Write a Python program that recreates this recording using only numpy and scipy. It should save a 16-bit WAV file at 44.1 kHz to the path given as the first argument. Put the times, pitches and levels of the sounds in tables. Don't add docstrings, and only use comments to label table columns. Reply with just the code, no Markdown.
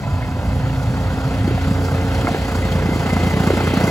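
import sys
import numpy as np
from scipy import signal
from scipy.fft import rfft, irfft
from scipy.io import wavfile
from scipy.ndimage import uniform_filter1d

SR = 44100
rng = np.random.default_rng(int(sys.argv[2]) if len(sys.argv) > 2 else 0)


def unload_wav(signal):
    wavfile.write(
        sys.argv[1],
        SR,
        np.round(np.clip(np.atleast_2d(signal).T, -1, 1) * 32767).astype(np.int16),
    )


N = 171990

# time [s], firings per second [Hz].
FIRING_RATE = [(0, 28.2), (.6, 29.0), (1.4, 29.55), (1.7, 29.95), (2.3, 29.82), (2.85, 29.12), (3.5, 29.68),
               (3.9, 30.05)]

# time [s], roar, rattle and hiss [dB rms].
NOISE_LEVELS = [(0, -33, -41.5, -48), (1.2, -29, -39, -44.5), (2.2, -28, -35, -40.5),
                (2.9, -26.5, -36, -41.5), (3.5, -24.5, -31.5, -37), (3.9, -22.5, -31, -35.5)]
# low edge [Hz], high edge [Hz].
NOISE_BANDS = [(250, 1600), (1600, 4500), (4500, 16000)]
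PUFF_SHARES = [(0.033, 0.45), (0.15, 0.21), (0.024, 0.33)]
# frequency [Hz], relative density [dB per Hz].
POOL_COLOUR = [(150, -29), (250, -0.5), (329, -14), (487, -10), (870, -10.5), (1130, -20), (1380, -13.5),
               (1670, -19.5), (2110, -19), (2370, -27.5), (4410, -28), (8000, -31)]
# frequency [Hz], relative density [dB per Hz].
BANK_COLOUR = [(150, -30), (250, -12), (392, -9), (524, -12.5), (597, -14), (731, -12), (1070, -17),
               (1850, -18.5), (2080, -18.5), (2330, -22), (4410, -26.5), (8000, -28)]
# frequency [Hz], width [Hz], boost [dB].
PANEL_RESONANCES = [(2586, 300, 5), (3184, 260, 4), (4670, 490, 5)]
TREBLE_DB_PER_OCTAVE = -9
PUFF_RISE_S, PUFF_FALL_S, PUFF_SIZE_DB = 0.0058, 0.011, 2.5
PATCH_DB, FLICKER_DB = 1, 1

# multiple of the firing rate, level [dB rms].
HUM_MULTIPLES = [(1, -30.5), (2, -27), (3, -24.5), (4, -31.5), (5, -33), (6, -36), (7, -36.5)]
# time to full level [s], starting offset [dB].
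THIRD_SWELL = (2, -6)
# time [s], levels at 9, 15 and 18 times the firing rate [dB rms].
UPPER_TONES = [(0, -38.5, -73, -68), (.5, -34.5, -49, -40), (1.2, -28, -41, -40.5),
               (2.2, -31.5, -36.5, -35.5), (2.7, -37, -35, -34), (3.9, -29.5, -34.5, -42.5)]
HUM_WAVER_DB, TONE_WAVER_DB, TONE_WOBBLE_TURNS = 2.5, 2, .005

# pitch [Hz], level [dB], t60 [s], change over the scene [dB per s].
VALVE_RINGS = [(721, -28, 0.077, -0.5), (854, -28.5, 0.069, -7.5), (989, -24.5, 0.083, -12.5),
               (1337, -41.5, 0.11, -2.5), (2564, -37.5, 0.1, -6.5)]
VALVE_SIZE_DB = 0.5

# time [s], level [dB rms over a steady whine].
WHINE_LEVELS = [(0, -51), (1.1, -52.5), (2.6, -41.5), (3.3, -34.5), (3.6, -38.5), (3.8, -33.5)]
# pitch [Hz], width of each resonator stage [Hz], relative level [dB].
WHISTLES = [(2020, 44, -6.5), (2088, 39, -5)]
WHINE_STEADY, WHINE_KICK_S, WHINE_SIZE_DB = .8, .014, 3

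# start [s], peak [dB], brightness [dB per octave about 1 kHz].
FRAME_KNOCKS = [(0.224, -25, 14), (1.576, -16.5, -20), (1.884, -16, -6), (2.27, -9.5, 0),
                (2.279, -10.5, -12), (2.287, -12, -11), (2.345, -17, -5), (2.824, -16, -3),
                (3.028, -17.5, -12), (3.166, -11.5, -3), (3.502, -12, 0), (3.676, -17, -1),
                (3.771, -11.5, -4)]
# pitch [Hz], relative level [dB], t60 [s].
FRAME_MODES = [(690, 8.5, 0.036), (759, 5.5, 0.04), (1010, 16.5, 0.0089), (1353, 8, 0.026),
               (1418, 1.5, 0.029), (1620, 9.5, 0.016), (2127, 1.5, 0.064)]

# time [s], level [dB rms].
GLUG_LEVELS = [(0, -28), (2.3, -26), (3.9, -33)]
# start [s], peak [dB], starting pitch [Hz].
BIG_GULPS = [(0.114, -11.5, 76), (0.281, -35, 75), (0.463, -10, 72.4), (0.518, -14, 99),
             (0.619, -11, 107.5), (0.765, -14, 114.7), (0.864, -12, 102), (1.045, -18, 79),
             (1.24, -14, 114), (1.393, -12, 89), (1.508, -15, 101), (1.656, -11, 77.2),
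             (1.907, -13.5, 116.6), (1.978, -21, 96.9), (2.149, -13, 76.5)]
GLUG_HZ, GLUG_SPREAD, GLUG_SIZE_DB = 85.2, 0.3, 2
GLUG_RISE_S, GLUG_T60_S, GLUG_GLIDE_PER_S = 0.013, 0.14, 3
GULP_RISE_S, GULP_T60_S, GULP_GLIDE_PER_S = .013, .15, 6

# time [s], level [dB rms].
SMALL_POP_LEVELS = [(0, -37), (.6, -32.5), (1.5, -35.5), (2.1, -34.5), (2.6, -29), (3.9, -26)]
# time before POP_LAG_S [s], approximate peak [dB], pitch [Hz].
LOUD_POPS = [(0.898, -12, 184), (1.133, -15, 186), (1.445, -11, 204), (1.474, -10.5, 323),
             (1.506, -13, 358), (1.542, -12, 173), (1.673, -10.5, 178), (1.708, -9.5, 188),
             (2.042, -18, 164), (2.243, -13, 276), (2.276, -12, 283), (2.31, -12, 220), (2.343, -10.5, 355),
             (2.648, -13.5, 189), (2.715, -12.5, 177), (2.75, -10.5, 179), (2.817, -15, 226),
             (2.854, -11, 175), (2.887, -8.5, 296), (2.918, -11, 169), (2.956, -9.5, 275),
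             (2.993, -13, 150), (3.059, -14, 203), (3.125, -7.5, 189), (3.161, -10.5, 210),
             (3.23, -10.5, 161.5), (3.265, -6.5, 175), (3.334, -7.5, 169.5), (3.365, -11.5, 170),
             (3.399, -8.5, 161), (3.468, -5, 183), (3.501, -5, 406), (3.532, -8, 312), (3.569, -7.5, 227),
             (3.633, -15.5, 187), (3.671, -10.5, 180), (3.734, -10.5, 290), (3.769, -8, 176),
             (3.802, -14, 158), (3.836, -6, 180)]
RASP_GROWTH = (.1, .55)
POP_HZ = (138, 248)
POP_SPREAD, POP_SIZE_DB = .3, 2
POP_CYCLES, POP_GLIDE, POP_LEAN = .7, -0.15, 1.3
POP_LAG_S, POP_RASP = 0.005, 0.55

# frequency [Hz], share [0 to 1].
PORT_LIKENESS = [(60, 0.99), (1000, 0.99), (2000, 0.97), (4000, 0.3), (8000, 1), (15000, 1)]
# frequency [Hz], lead [rad].
PORT_LEAD = [(0, 0), (2240, 1.4), (5680, -.5), (7240, 0), (8440, -2.8), (9560, -3.4), (10500, -6),
             (11600, -6.4), (12500, -9.1), (13700, -9.5), (14600, -12.3), (16600, -12.8)]
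# frequency [Hz], difference [dB].
PORT_TILT = [(60, -.8), (700, -1), (1800, -3), (2800, 3.5), (4200, 4.5), (9000, 0)]
LOW_CUT_HZ, EDGE_HZ = 55.8, 15850


def amp(db):
    return 10 ** (np.asarray(db) / 20)


def evened(x):
    return x / np.sqrt(np.mean(x ** 2) + 1e-20)


def read(points, hz):
    f, value = np.transpose(points)
    return np.interp(np.log(hz + 1), np.log(f + 1), value)


def curve(table, axis):
    return np.interp(np.arange(N) / SR, np.transpose(table)[0], np.transpose(table)[axis])


def add(mix, s, sound):
    part = mix[max(round(s * SR), 0):][:len(sound)]
    part += sound[:len(part)]


def waver(rate_hz):
    t = np.arange(0, N + 64, 64) / SR
    rates = np.geomspace(.5, rate_hz, num=20)
    slow = sum(np.sin(2 * np.pi * (f * t + rng.random())) for f in rates)
    return np.interp(np.arange(N), t * SR, evened(slow))


def firing_train(firings, spread_db):
    train = np.zeros(N)
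    train[firings] = amp(spread_db * rng.standard_normal(len(firings)))
    return train


def noise(lo_hz, hi_hz):
    frames, hz = N // 256 + 5, np.fft.rfftfreq(1024, 1 / SR)
    a, b, c, d, patches = rng.standard_normal((frames, 513, 5)).T
    patches = uniform_filter1d(uniform_filter1d(patches, size=8, axis=0), size=8, axis=1)
    climb = np.linspace(0, 1, frames)
    pool_db = read(POOL_COLOUR, np.minimum(hz, 8000))
    bank_db = read(BANK_COLOUR, np.minimum(hz, 8000))
    colour_db = np.outer(pool_db, 1 - climb) + np.outer(bank_db, climb)
    treble_db = TREBLE_DB_PER_OCTAVE * np.log2(np.maximum(hz, 8000) / 8000)
    panel_db = sum(db / (1 + (2 * (hz - f) / w) ** 2) for f, w, db in PANEL_RESONANCES)
    in_band = (hz >= lo_hz) & (hz < hi_hz)
    gain = amp(colour_db + (treble_db + panel_db)[:, None]) * in_band[:, None]
    gain = gain / np.linalg.norm(gain, axis=0) * amp(PATCH_DB * evened(patches))
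    spectra = np.array([a + 1j * b, c + 1j * d]) * gain
    return evened(signal.istft(spectra, nperseg=1024, noverlap=768)[1][:, :N])


def roar(firings):
    t, out = np.arange(-300, 2500) / SR, 0
    puff = np.where(t < 0, np.exp(t / PUFF_RISE_S), np.exp(-t / PUFF_FALL_S))
    shared = rng.standard_normal(len(firings))
    for k, (lo, hi) in enumerate(NOISE_BANDS):
        train = np.zeros(N)
        size = 1.04 * shared + 0.18 * rng.standard_normal(len(firings))
        train[firings] = amp(PUFF_SIZE_DB * size)
        gate = evened(signal.oaconvolve(train, puff)[400:N + 400])
        share = np.clip(np.linspace(*PUFF_SHARES[k], N), 0, 1)
        level = amp(curve(NOISE_LEVELS, axis=k + 1) + FLICKER_DB * waver(33))
        out = out + level * evened((1 - share + share * gate) * noise(lo, hi))
    return out


def hum(turns):
    swell_s, swell_db = THIRD_SWELL
    early_db = np.interp(np.arange(N) / SR, (0, swell_s), (swell_db, 0))
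    out = 0
    for k, db in HUM_MULTIPLES:
        level = amp(db + (k == 3) * early_db + HUM_WAVER_DB * waver(7.3))
        out = out + level * np.cos(2 * np.pi * k * turns + k * k)
    for column, k in enumerate((9, 15, 18), start=1):
        level = amp(curve(UPPER_TONES, axis=column) + TONE_WAVER_DB * waver(10))
        out = out + level * np.cos(2 * np.pi * k * (turns + TONE_WOBBLE_TURNS * waver(25)))
    return np.sqrt(2) * out


def valves(firings):
    t, out = np.arange(5000) / SR, 0
    train = firing_train(firings, VALVE_SIZE_DB)
    for hz, db, t60, fade_db in VALVE_RINGS:
        ring = amp(db - 60 * t / t60) * np.sin(2 * np.pi * hz * t) * (1 - np.exp(-t / 0.0018))
        out = out + signal.oaconvolve(train, ring)[:N] * amp(fade_db * np.arange(N) / SR)
    return out


def whine(firings):
    t = np.arange(N) / SR
    kick = (1 - np.exp(-t[:3000] / 0.002)) * np.exp(-t[:3000] / WHINE_KICK_S)
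    kicks = evened(signal.oaconvolve(firing_train(firings, WHINE_SIZE_DB), kick)[:N])
    out = 0
    for hz, width, db in WHISTLES:
        r = np.exp(-np.pi * width / SR)
        grain = rng.standard_normal(N) + 1j * rng.standard_normal(N)
        slow = signal.lfilter([1], [1, -2 * r, r * r], grain)
        out = out + amp(db) * evened((slow * np.exp(2j * np.pi * hz * t)).real)
    return amp(curve(WHINE_LEVELS, axis=1)) * evened(out * (WHINE_STEADY + kicks))


def knocks():
    t, out = np.arange(6000) / SR, np.zeros(N)
    for s, db, bright_db in FRAME_KNOCKS:
        ring = 0
        for hz, mode_db, t60 in FRAME_MODES:
            level_db = mode_db + bright_db * np.log2(hz / 1000) + 2 * rng.standard_normal()
            ring = ring + amp(level_db - 60 * t / t60) * np.sin(2 * np.pi * hz * t + 6 * rng.random())
        ring = ring * (1 - np.exp(-(t / 0.00075) ** 2))
        add(out, s, amp(db) * ring / abs(ring).max())
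    return out


def glug(hz, rise_s, t60, glide_per_s):
    t = np.arange(6000) / SR
    turns = np.cumsum(hz * (1 + glide_per_s * t)) / SR
    return np.sin(2 * np.pi * turns) * (1 - np.exp(-(t / rise_s) ** 2)) * amp(-60 * t / t60)


def glugs(firings):
    small, big = np.zeros(N), np.zeros(N)
    for s, (size, pitch, late) in zip(firings / SR, rng.standard_normal((len(firings), 3))):
        hz = GLUG_HZ * np.exp(GLUG_SPREAD * np.clip(pitch, -2, 2))
        ring = glug(hz, GLUG_RISE_S, GLUG_T60_S, GLUG_GLIDE_PER_S)
        add(small, s - .01 + 0.0049 * late, amp(GLUG_SIZE_DB * size) * ring)
    for s, db, hz in BIG_GULPS:
        ring = glug(hz, GULP_RISE_S, GULP_T60_S, GULP_GLIDE_PER_S)
        add(big, s, amp(db) * ring / abs(ring).max())
    steady = small / np.sqrt(uniform_filter1d(small ** 2, size=4000) + 1e-9)
    return amp(curve(GLUG_LEVELS, axis=1)) * evened(steady) + big


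def pop(s, hz):
    u = np.arange(-2.5, 4, hz / SR / POP_CYCLES)
    shape = np.exp(-u ** 2 * np.where(u < 0, .6, .5))
    cycles = POP_CYCLES * (u + POP_GLIDE * u ** 2 / 4)
    tone = -np.cos(2 * np.pi * cycles - POP_LEAN)
    rasp = evened(signal.oaconvolve(rng.standard_normal(len(u)), np.hanning(M=70), "same"))
    rasp_level = POP_RASP * np.interp(s, (2.6, N / SR), RASP_GROWTH)
    return shape * (tone + rasp_level * rasp), 2.315 * POP_CYCLES / hz


def exhaust(firings):
    small, loud = np.zeros(N), np.zeros(N)
    loud_s = np.transpose(LOUD_POPS)[0] + POP_LAG_S
    for s, (size, pitch, late) in zip(firings / SR, rng.standard_normal((len(firings), 3))):
        centre_hz = np.interp(s, (0, N / SR), POP_HZ)
        sound, lead = pop(s, centre_hz * np.exp(POP_SPREAD * np.clip(pitch, -2, 2)))
        if np.min(abs(loud_s - s)) > .015:
            add(small, s - lead + 0.00214 * late, amp(POP_SIZE_DB * size) * sound)
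    for s, db, hz in LOUD_POPS:
        sound, lead = pop(s, hz)
        add(loud, s + POP_LAG_S - lead, amp(db) * sound)
    return amp(curve(SMALL_POP_LEVELS, axis=1)) * evened(small) + loud


def scene():
    turns = np.cumsum(curve(FIRING_RATE, axis=1)) / SR
    firings = np.flatnonzero(np.diff(np.floor(turns)))
    noisy = roar(firings)
    low = hum(turns) + exhaust(firings) + glugs(firings)
    common = noisy[0] + low + whine(firings) + knocks() + valves(firings)
    stray = noisy[1] + np.roll(low, 4000)
    hz = np.fft.rfftfreq(N, 1 / SR)
    same = np.clip(read(PORT_LIKENESS, hz), 0, 1)
    lead = np.interp(hz, *np.transpose(PORT_LEAD))
    half = amp(read(PORT_TILT, hz) / 2) * np.exp(.5j * lead)
    alike = np.sqrt((1 + same) / 2) * rfft(common)
    unlike = np.sqrt((1 - same) / 2) * rfft(stray)
    return irfft(np.array([(alike + unlike) * half, (alike - unlike) / half]), N)


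def record(dry):
    bass_cut = signal.butter(N=4, Wn=LOW_CUT_HZ, btype="high", fs=SR, output="sos")
    band_limit = signal.firwin(511, EDGE_HZ, window=("kaiser", 9), fs=SR)
    return signal.oaconvolve(signal.sosfilt(bass_cut, dry), band_limit[None], "same")


dry = scene()
out = record(dry)
unload_wav(out)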